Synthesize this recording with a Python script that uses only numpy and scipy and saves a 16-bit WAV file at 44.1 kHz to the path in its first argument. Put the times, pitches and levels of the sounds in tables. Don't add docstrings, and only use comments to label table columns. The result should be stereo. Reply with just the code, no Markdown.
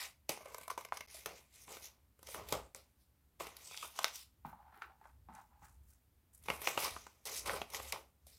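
import sys
import numpy as np
from scipy import signal
from scipy.fft import rfft, irfft, next_fast_len
from scipy.io import wavfile
from scipy.ndimage import uniform_filter1d, map_coordinates

SR = 44100
rng = np.random.default_rng(int(sys.argv[2]) if len(sys.argv) > 2 else 0)


def master_out(mix):
    frames = np.transpose(np.atleast_2d(mix))
    ceiling = np.clip(frames, -1, 1)
    pcm = np.round(ceiling * 32767).astype(np.int16)
    wavfile.write(sys.argv[1], SR, pcm)


def ratio_of_db(decibels):
    return 10 ** (np.asarray(decibels, float) / 20)


N = 369602

PAPER_LEFT_DB = 4


def level(x, db=0):
    return x * ratio_of_db(db) / np.sqrt(np.mean(x ** 2))


def curve(points):
    s, db = np.transpose(points)
    return np.interp(np.arange(N) / SR, s, db, left=-150, right=-150)


def ring(x, modes):
    out = 0
    for hz, width, db in modes:
        b, a = signal.iirpeak(hz, hz / (1.892 * width), SR)
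        out = out + ratio_of_db(db) * signal.lfilter(b, a, signal.lfilter(b, a, x))
    return out


def colour(x, points):
    hz, db = np.transpose(points)
    size = next_fast_len(x.shape[-1])
    f = np.fft.rfftfreq(size, 1 / SR) + 1
    gain = ratio_of_db(np.interp(np.log(f), np.log(hz), db))
    return irfft(rfft(x, size) * gain, size)[..., :x.shape[-1]]


def walk(rate):
    hold = int(SR / rate)
    steps = np.repeat(rng.standard_normal(N // hold + 1), hold)
    return 1.13 * uniform_filter1d(uniform_filter1d(steps, hold), hold)[:N]


def pair(likeness):
    mid, side = rng.standard_normal((2, N))
    opposed = side * np.array([[1], [-1]])
    return np.sqrt((1 + likeness) / 2) * mid + np.sqrt((1 - likeness) / 2) * opposed


def grit(likeness, spread_db, rate):
    return level(pair(likeness) * ratio_of_db(spread_db * walk(rate)))


def sides(db):
    return ratio_of_db(np.array([[db / 2], [-db / 2]]))


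def blows(times, db, decay_s):
    kick = np.full(N, 1e-18)
    np.add.at(kick, (np.asarray(times) * SR).astype(int), ratio_of_db(db))
    return signal.lfilter([1], [1, -np.exp(-1 / (decay_s * SR))], kick)


def tears(times, db, rise_s):
    t = np.arange(SR // 20) / SR
    return signal.fftconvolve(blows(times, db, 1e-6), t / rise_s * np.exp(1 - t / rise_s))[:N]


def strokes(start, length, db, rise, fall):
    t = np.arange(0, N / SR + .001, .0005)[:, None]
    off = np.maximum(rise * (start - t), 0) + np.maximum(fall * (t - start - length), 0)
    return np.interp(np.arange(N) / SR, t[:, 0], np.sqrt(np.sum(ratio_of_db(db - off) ** 2, axis=1)))


def shake(shape, likeness, spread_db, rub, jolt, push):
    answer = shape(signal.unit_impulse(SR // 5))
    noise = grit(likeness, spread_db, 350) * (rub + jolt) / np.sqrt(np.sum(answer ** 2))
    return shape(noise + push / np.max(np.abs(answer)))


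def background():
    # (start [s], length [s], level [dB])
    swells = [(2.409, 0.19, -56.5), (4.462, 0.079, -65.5), (5.17, 0.092, -61.5), (5.6, 0.27, -63),
              (6.476, 0.041, -57.5), (6.916, 0.029, -57), (7.454, 0.16, -58.5), (7.798, 0.07, -61.5),
              (8.323, 0.046, -64)]
    # (frequency [Hz], relative level [dB per Hz])
    air = [(59, -21), (100, -0.5), (156, -8), (234, -8), (406, -17), (570, -18), (6150, -30), (14400, -26),
           (16000, -31.5)]
    rumble_modes = [(65.2, 14, 7.5), (87.0, 18, -12.0), (41.4, 18, -11.0)]  # (Hz, width Hz, dB)
    rest_db, rise, fall = -73, 100, 120
    rumble = level(ring(pair(0.79), rumble_modes))
    rumble = rumble * np.hypot(ratio_of_db(rest_db), strokes(*np.transpose(swells), rise, fall))
    tone_hz, tone_db = 14061, -90
    tone = ratio_of_db(tone_db) * np.sqrt(2) * np.sin(2 * np.pi * tone_hz * np.arange(N) / SR)
    hiss = level(colour(pair(0.1), air), -75)
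    return (rumble + hiss + tone) * sides(4.05)


def room(x):
    t60_s, room_db = 0.23, -11
    t = np.arange(SR // 2) / SR
    echoes = rng.standard_normal((2, len(t))) * np.exp(-np.log(1000) * t / t60_s) * (t > .004)
    echoes = signal.lfilter([1], [1, -.4], echoes)
    echoes /= np.sqrt(np.sum(echoes ** 2, axis=1, keepdims=True))
    return ratio_of_db(room_db) * signal.fftconvolve(x, echoes, axes=1)[:, :N]


def dragging(tilt, fall):
    # (start [s], length [s], level [dB], brightness [dB], rise [dB per s])
    drags = [(4.456, 0.038, -59.5, -7, 2000), (4.556, 0.14, -64.5, -32, 201.5),
             (4.746, 0.086, -65, -9, 300), (4.884, 0.028, -68, -18, 302), (5.052, 0.016, -68.5, -3, 204),
             (5.289, 0.041, -62, -32.5, 1498.5), (5.358, 0.025, -58.5, -3, 400),
             (5.515, 0.057, -71, -26, 603), (5.648, 0.0051, -65.5, 8, 404),
             (5.911, 0.022, -99.5, 34.5, 197), (6.336, 0.023, -100, 39, 2002)]
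    s, length, db, bright, rise = np.transpose(drags)
    return strokes(s, length, db + tilt * bright, rise, fall)


def fingers():
    # (time [s], level [dB], tick share [dB], thud share [dB])
    taps = [(4.449, -36, -28, -16.5), (4.461, -46, -36, -16), (4.529, -43.5, -39, -47),
            (4.725, -59, -9.5, -14), (4.772, -65, 4, -31), (4.82, -48.5, 4.5, -34.5),
            (4.898, -47, -28, -35), (5.013, -53.5, -16, -38), (5.055, -46, -24.5, -48),
            (5.287, -47, -18.5, -9.5), (5.621, -50, -34, -20)]
    # (frequency [Hz], width [Hz], level [dB])
    hollow = [(882, 125, 13), (1073, 210, -2.5)]
    # (frequency [Hz], width [Hz], level [dB])
    scrape_modes = [(1347, 380, 12.5), (2300, 760, -3), (3420, 1300, -4)]
    # (frequency [Hz], width [Hz], level [dB])
    thud_modes = [(195, 46, 0)]
    # (frequency [Hz], width [Hz], level [dB])
    knock_modes = [(376, 58, 11)]
    # (frequency [Hz], level [dB per Hz])
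    skin = [(3000, -21.5), (7000, -4), (11000, -3.5), (16000, -3.5)]
    rub, scrape, hiss = dragging(0, 183), dragging(0.43, 294), dragging(0.94, 180)
    s, peak, tick, thud = np.transpose(taps)
    out = shake(lambda x: ring(x, hollow), 0.17, 2.6, rub,
                blows(s, peak - 8, 0.0094), blows(s, peak - 4, 1e-6))
    tick_noise = blows(s, peak + tick + 3, 0.0027) + blows(s, peak + tick - 9, 0.02)
    out += shake(lambda x: ring(x, scrape_modes[::2]) - ring(x, scrape_modes[1::2]), 0.33, 4.2,
                 scrape, tick_noise, blows(s, peak + tick - 2, 1e-6))
    out += shake(lambda x: ring(x, thud_modes), 0.95, 2.8, 0, blows(s, peak + thud, 0.035), 0)
    out += shake(lambda x: ring(x, knock_modes), 0.89, 5.7, 0, blows(s, peak + tick - 14, 0.029), 0)
    out += shake(lambda x: colour(x, skin), 1.0, 5.3, hiss, 0, 0)
    return out * sides(5.5)


def whistles():
    # (start [s], length [s], frequency [Hz], level [dB])
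    slips = [(1.116, 0.054, 9900, -55.5), (3.65, 0.034, 8150, -58), (3.705, 0.026, 3550, -63),
             (3.725, .02, 2450, -57), (4.15, 0.012, 5830, -52)]
    width_share, fade = .06, 600
    rub = grit(0.6, 3.0, 430)
    out = 0
    for s, length, hz, db in slips:
        band = level(ring(rub, [(hz, width_share * hz, 0)]))
        out = out + band * strokes(np.array([s]), length, db, fade, fade)
    return out * sides(PAPER_LEFT_DB)


def pops():
    # (time [s], level [dB], pitch [Hz], width [share of pitch])
    folds = [(0.2943, -41, 298, 0.26), (0.704, -30, 1060, .15), (0.777, -30, 946, 0.092),
             (0.9231, -22.5, 980, 0.3), (1.1455, -51, 640, 0.087), (1.2596, -26.5, 2300, 0.5),
             (2.346, -33.5, 990, 0.56), (2.748, -25.5, 4940, 1.06), (3.7449, -40.5, 1500, .6),
             (3.7748, -30, 4970, 0.26), (3.8283, -35, 1170, 0.12), (3.99, -28, 1296, 0.49),
             (4.0443, -10, 4070, 0.59), (4.0440, -22.5, 1280, 0.44), (6.5025, -31, 2230, 0.68),
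             (7.4957, -22.5, 1510, 0.4)]
    echo_s, echo_db = 0.00054, -12.5
    out, click = np.zeros(N), signal.unit_impulse(SR // 10)
    for s, db, hz, width in folds:
        unit = np.max(np.abs(ring(click, [(hz, width * hz, 0)])))
        answer = ring(click, [(hz, width * hz, db)]) / unit
        start = int(s * SR)
        out[start:start + len(click)] -= answer + ratio_of_db(echo_db) * np.roll(answer, int(echo_s * SR))
    return out * sides(PAPER_LEFT_DB)


def handling(db, tilt):
    # (time [s], level [dB], brightness [dB], fall [dB per s])
    shudders = [(0.294, -45.5, 2.5, 236), (0.703, -52, 6, 494), (0.779, -53, 0, 250), (0.93, -56.5, 1, 120),
                (1.146, -63, 6, 68), (1.263, -56.5, 0.5, 151), (1.689, -61.5, -1, 92),
                (2.352, -55, -2, 121), (2.531, -47, -2, 216), (2.758, -62, 4, 190), (3.401, -51, 0, 127),
                (3.83, -48.5, 2, 224), (4.05, -54, 0.5, 140.5), (6.494, -52.5, -3.5, 139),
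                (6.674, -46, 0.5, 115), (6.783, -45.5, 2.5, 89.5), (7.262, -50.5, 4, 82),
                (7.46, -44.5, 1, 130), (7.751, -51.5, 1, 133), (7.929, -50.5, -1, 219.5),
                (8.274, -73.5, 12.5, 105)]
    # (start [s], length [s], level [dB], brightness [dB])
    slides = [(0.0, 0.046, -50.5, 3.5), (0.418, 0.011, -66, -1.5), (0.468, 0.054, -63.5, -2),
              (0.553, 0.093, -64, 1), (1.105, 0.082, -66.5, 7), (1.366, 0.024, -67, 6.5),
              (1.548, 0.1, -70, 8.5), (1.724, 0.027, -59.5, 4), (1.847, 0.012, -60, 8.5),
              (2.288, 0.067, -59, 4), (2.499, 0.038, -57, 4.5), (3.012, 0.014, -91.5, 18),
              (3.594, 0.11, -65.5, 5), (3.725, 0.11, -58.5, 6), (3.981, 0.0077, -58, 4),
              (4.017, 0.0055, -54.5, -2), (4.151, 0.012, -59.5, 9), (4.197, 0.013, -66, 12.5),
              (6.483, 0.077, -62.5, 4.5), (6.641, 0.031, -50, 4.5), (6.834, 0.027, -42.5, 2),
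              (6.912, 0.029, -66, 7), (7.33, 0.031, -59, 11), (7.374, 0.0064, -55, 12.5),
              (7.508, 0.061, -52.5, -2.5), (7.738, 0.012, -56.5, 1), (7.839, 0.062, -58.5, 5.5),
              (8.291, 0.097, -97.5, 32)]
    s, peak, bright, fall = np.transpose(shudders)
    shudder = strokes(s, 0, peak + db + tilt * bright, 3993.5, fall)
    s, length, peak, bright = np.transpose(slides)
    return np.hypot(shudder, strokes(s, length, peak + db + tilt * bright, 302.5, 332))


def patchy(x, spread_db):
    out = 0
    for hz in 4000 * 2 ** np.arange(0, 2.4, 1 / 3):
        out = out + ring(x, [(hz, hz / 4, 0)]) * ratio_of_db(spread_db * walk(25))
    return out


def paper():
    # (time [s], level [dB], drumming share [dB], crack share [dB])
    snaps = [(0.292, -24, -17, -5), (0.373, -56, 7, -15), (0.407, -49.5, 0, -7), (0.457, -38.5, -6, -14),
             (0.545, -34.5, -6.5, -4), (0.582, -42, -4.5, 3), (0.611, -37.5, -11, -15),
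             (0.632, -41, -12, -7), (0.679, -48.5, 10.5, 9.5), (0.7, -35.5, -0.5, -20),
             (0.713, -44.5, 6, -28.5), (0.777, -33, -5, -5), (0.809, -44, -6, -10), (0.849, -32, -11, -7.5),
             (0.886, -43.5, -10, -11), (0.922, -34.5, -2, -35), (0.971, -25.5, -13.5, -12),
             (1.007, -27.5, -8.5, -8), (1.259, -24.5, -14.5, -3), (1.679, -43.5, -6.5, -30),
             (1.769, -38, -13.5, -13), (2.191, -53, -8.5, -11), (2.229, -55.5, -3.5, 8.5),
             (2.27, -42, -49, -1), (2.286, -43, -12, -11), (2.345, -32.5, -9, -15.5),
             (2.487, -40.5, -28, 8.5), (2.524, -22, -9.5, -1), (2.747, -36.5, -16.5, -12),
             (3.406, -45.5, 10, -38), (3.468, -33.5, -10.5, -13), (3.567, -42.5, -36, -1),
             (3.711, -44, -4, -26), (3.742, -42, -8, -15), (3.774, -35, -24, -6), (3.825, -32, -17, -16.5),
             (3.989, -26, -8, -5), (4.03, -38, -29, -2), (4.043, -24.5, -6.5, -6.5), (4.08, -34, -29.5, -9),
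             (4.156, -43.5, -23, 4.5), (4.225, -54, -15, 4.5), (6.437, -65, -11, 13.5),
             (6.458, -47.5, -5.5, -6.5), (6.484, -19, -10.5, -45.5), (6.501, -14, -17.5, -55.5),
             (6.617, -31, -14, -7), (6.672, -12, -19.5, -28), (6.775, -14.5, -9.5, -46),
             (6.963, -50, 13.5, -30), (7.066, -48, -0.5, -3.5), (7.254, -43.5, -11, 9),
             (7.533, -45, 8, -31), (7.616, -24, -9, -38), (7.701, -51, -24, 8.5), (7.735, -41, -23, -6),
             (7.746, -25, -14, -10), (7.798, -35.5, -6, -30.5), (7.923, -22, -38, -5.5),
             (8.267, -59.5, -13, 7.5)]
    # (frequency [Hz], width [Hz], level [dB])
    sheet = [(872, 280, 4), (1053, 300, 4)]
    # (frequency [Hz], width [Hz], level [dB])
    flap = [(197, 190, -4.5), (463, 252, 2.5)]
    # (frequency [Hz], width [Hz], level [dB])
    rasp_modes = [(2233, 670, 5.5), (3060, 660, 3), (3640, 4800, -3.5)]
    # (frequency [Hz], level [dB per Hz])
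    surface = [(2060, -34), (3500, -6.5), (5710, 2.5), (10300, -3), (14800, -8.5), (16000, -21)]
    # (time [s], deep flap against drumming [dB])
    looseness = [(0, -15.5), (.3, 3.5), (.6, -6), (1, -7.5), (1.3, 4.5), (1.7, 1), (2.3, -0.5), (2.6, 5),
                 (3.4, -4), (3.7, -3.5), (4.1, -13.5), (6.5, -1.5), (6.9, -6.5), (7.3, 2.5), (7.6, -1),
                 (8, -1), (8.4, 19)]
    # (time [s], tilt from low rasp to high rasp [dB])
    tightness = [(0, -11.5), (.4, -6.5), (1, -6), (1.3, -8), (1.8, -1), (2.4, -0.5), (2.75, 3.5),
                 (3.5, -6.5), (3.8, 14.5), (4.1, 8), (6.5, -7.5), (6.9, 1.5), (7.4, -2.5), (7.6, -5.5),
                 (8, 4), (8.4, -4)]
    drum, rasp, hiss = handling(0, -1.51), handling(-2, 0.14), handling(0, 0.85)
    slack, taut = ratio_of_db(curve(looseness)), ratio_of_db(curve(tightness) / 2)
    s, peak, low, high = np.transpose(snaps)

    def snap(db, tear_db, flutter_db):
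        burst = tears(s, db + tear_db, 0.0015) + blows(s, db + flutter_db, 0.0005)
        return burst, blows(s + 0.0006, db - 1.0, 1e-6)

    crackle_per_s, crackle_db, crackle_spread_db = 140, -1, 3
    size = ratio_of_db(crackle_db + crackle_spread_db * np.minimum(rng.exponential(size=N), 3))
    crackle = (rng.random(N) < crackle_per_s / SR) * size * rng.choice([-1, 1], size=N)

    jolt, push = snap(peak + low - 2, -2.7, -22.0)
    out = shake(lambda x: ring(x, sheet), 0.95, 4.0, drum, jolt, push + 0.76 * crackle * drum)
    out += shake(lambda x: ring(x, flap), 0.99, 3.2, slack * drum, slack * jolt, slack * push)
    jolt, push = snap(peak - 8, -8.0, -21.0)
    for modes, share in ((rasp_modes[:1], 0.74 / taut), (rasp_modes[1:], 0.71 * taut)):
        out += share * shake(lambda x: ring(x, modes), 0.4, 2.4, rasp, jolt, push + 1.8 * crackle * rasp)
    jolt, push = snap(peak + high + 3, -11, -24.0)
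    bright = shake(lambda x: colour(x, surface), 0.36, 2.8, hiss, jolt, push + 1.4 * crackle * hiss)
    return (out + 1.505 * patchy(bright, 2.9)) * sides(PAPER_LEFT_DB)


def pockets(x):
    # (start [s], length [s], pitch [Hz], ring [dB])
    cavities = [(.4, .64, 540, -5), (3.69, .2, 1185, -8)]
    width, shift_share, muffle = .22, .12, 0.27
    out = x
    for start, length, hz, db in cavities:
        held = strokes(np.array([start]), length, 0, 1000, 1000)
        rung = 0
        for k in range(1, 5):
            for shift in (-shift_share, shift_share):
                band = ring(x, [((k + shift) * hz, width * hz, db)])
                rung = rung + band * ratio_of_db(3 * walk(30))
        out = out + held * (rung - muffle * x)
    return out


def over_mat(x):
    dip_hz, dip_width_hz, dip_share = 1657, 260, 0.49
    return x - dip_share * ring(x, [(dip_hz, dip_width_hz, 0)])


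def scene():
    near = over_mat(pockets(paper()) + pops() + whistles()) + fingers()
    lag_s = 7e-5 * walk(3)
    near[0] = map_coordinates(near[0], [np.arange(N) - lag_s * SR], order=2)
    return near + room(near) + background()


def top_cut(x):
    return signal.sosfilt(signal.butter(12, 16990, fs=SR, output="sos"), x)


def record(dry):
    # (start [s], end [s])
    dropout = (1.063, 1.074)
    t = np.arange(N) / SR
    gate = uniform_filter1d(1. * ((t < dropout[0]) | (t > dropout[1])), size=88)
    top_hz = 15900
    low_pass = signal.ellip(8, .2, 25, top_hz, fs=SR, output="sos")
    mix = signal.sosfilt(low_pass, dry * gate)
    return top_cut(mix)


dry = scene()
out = record(dry)
master_out(out)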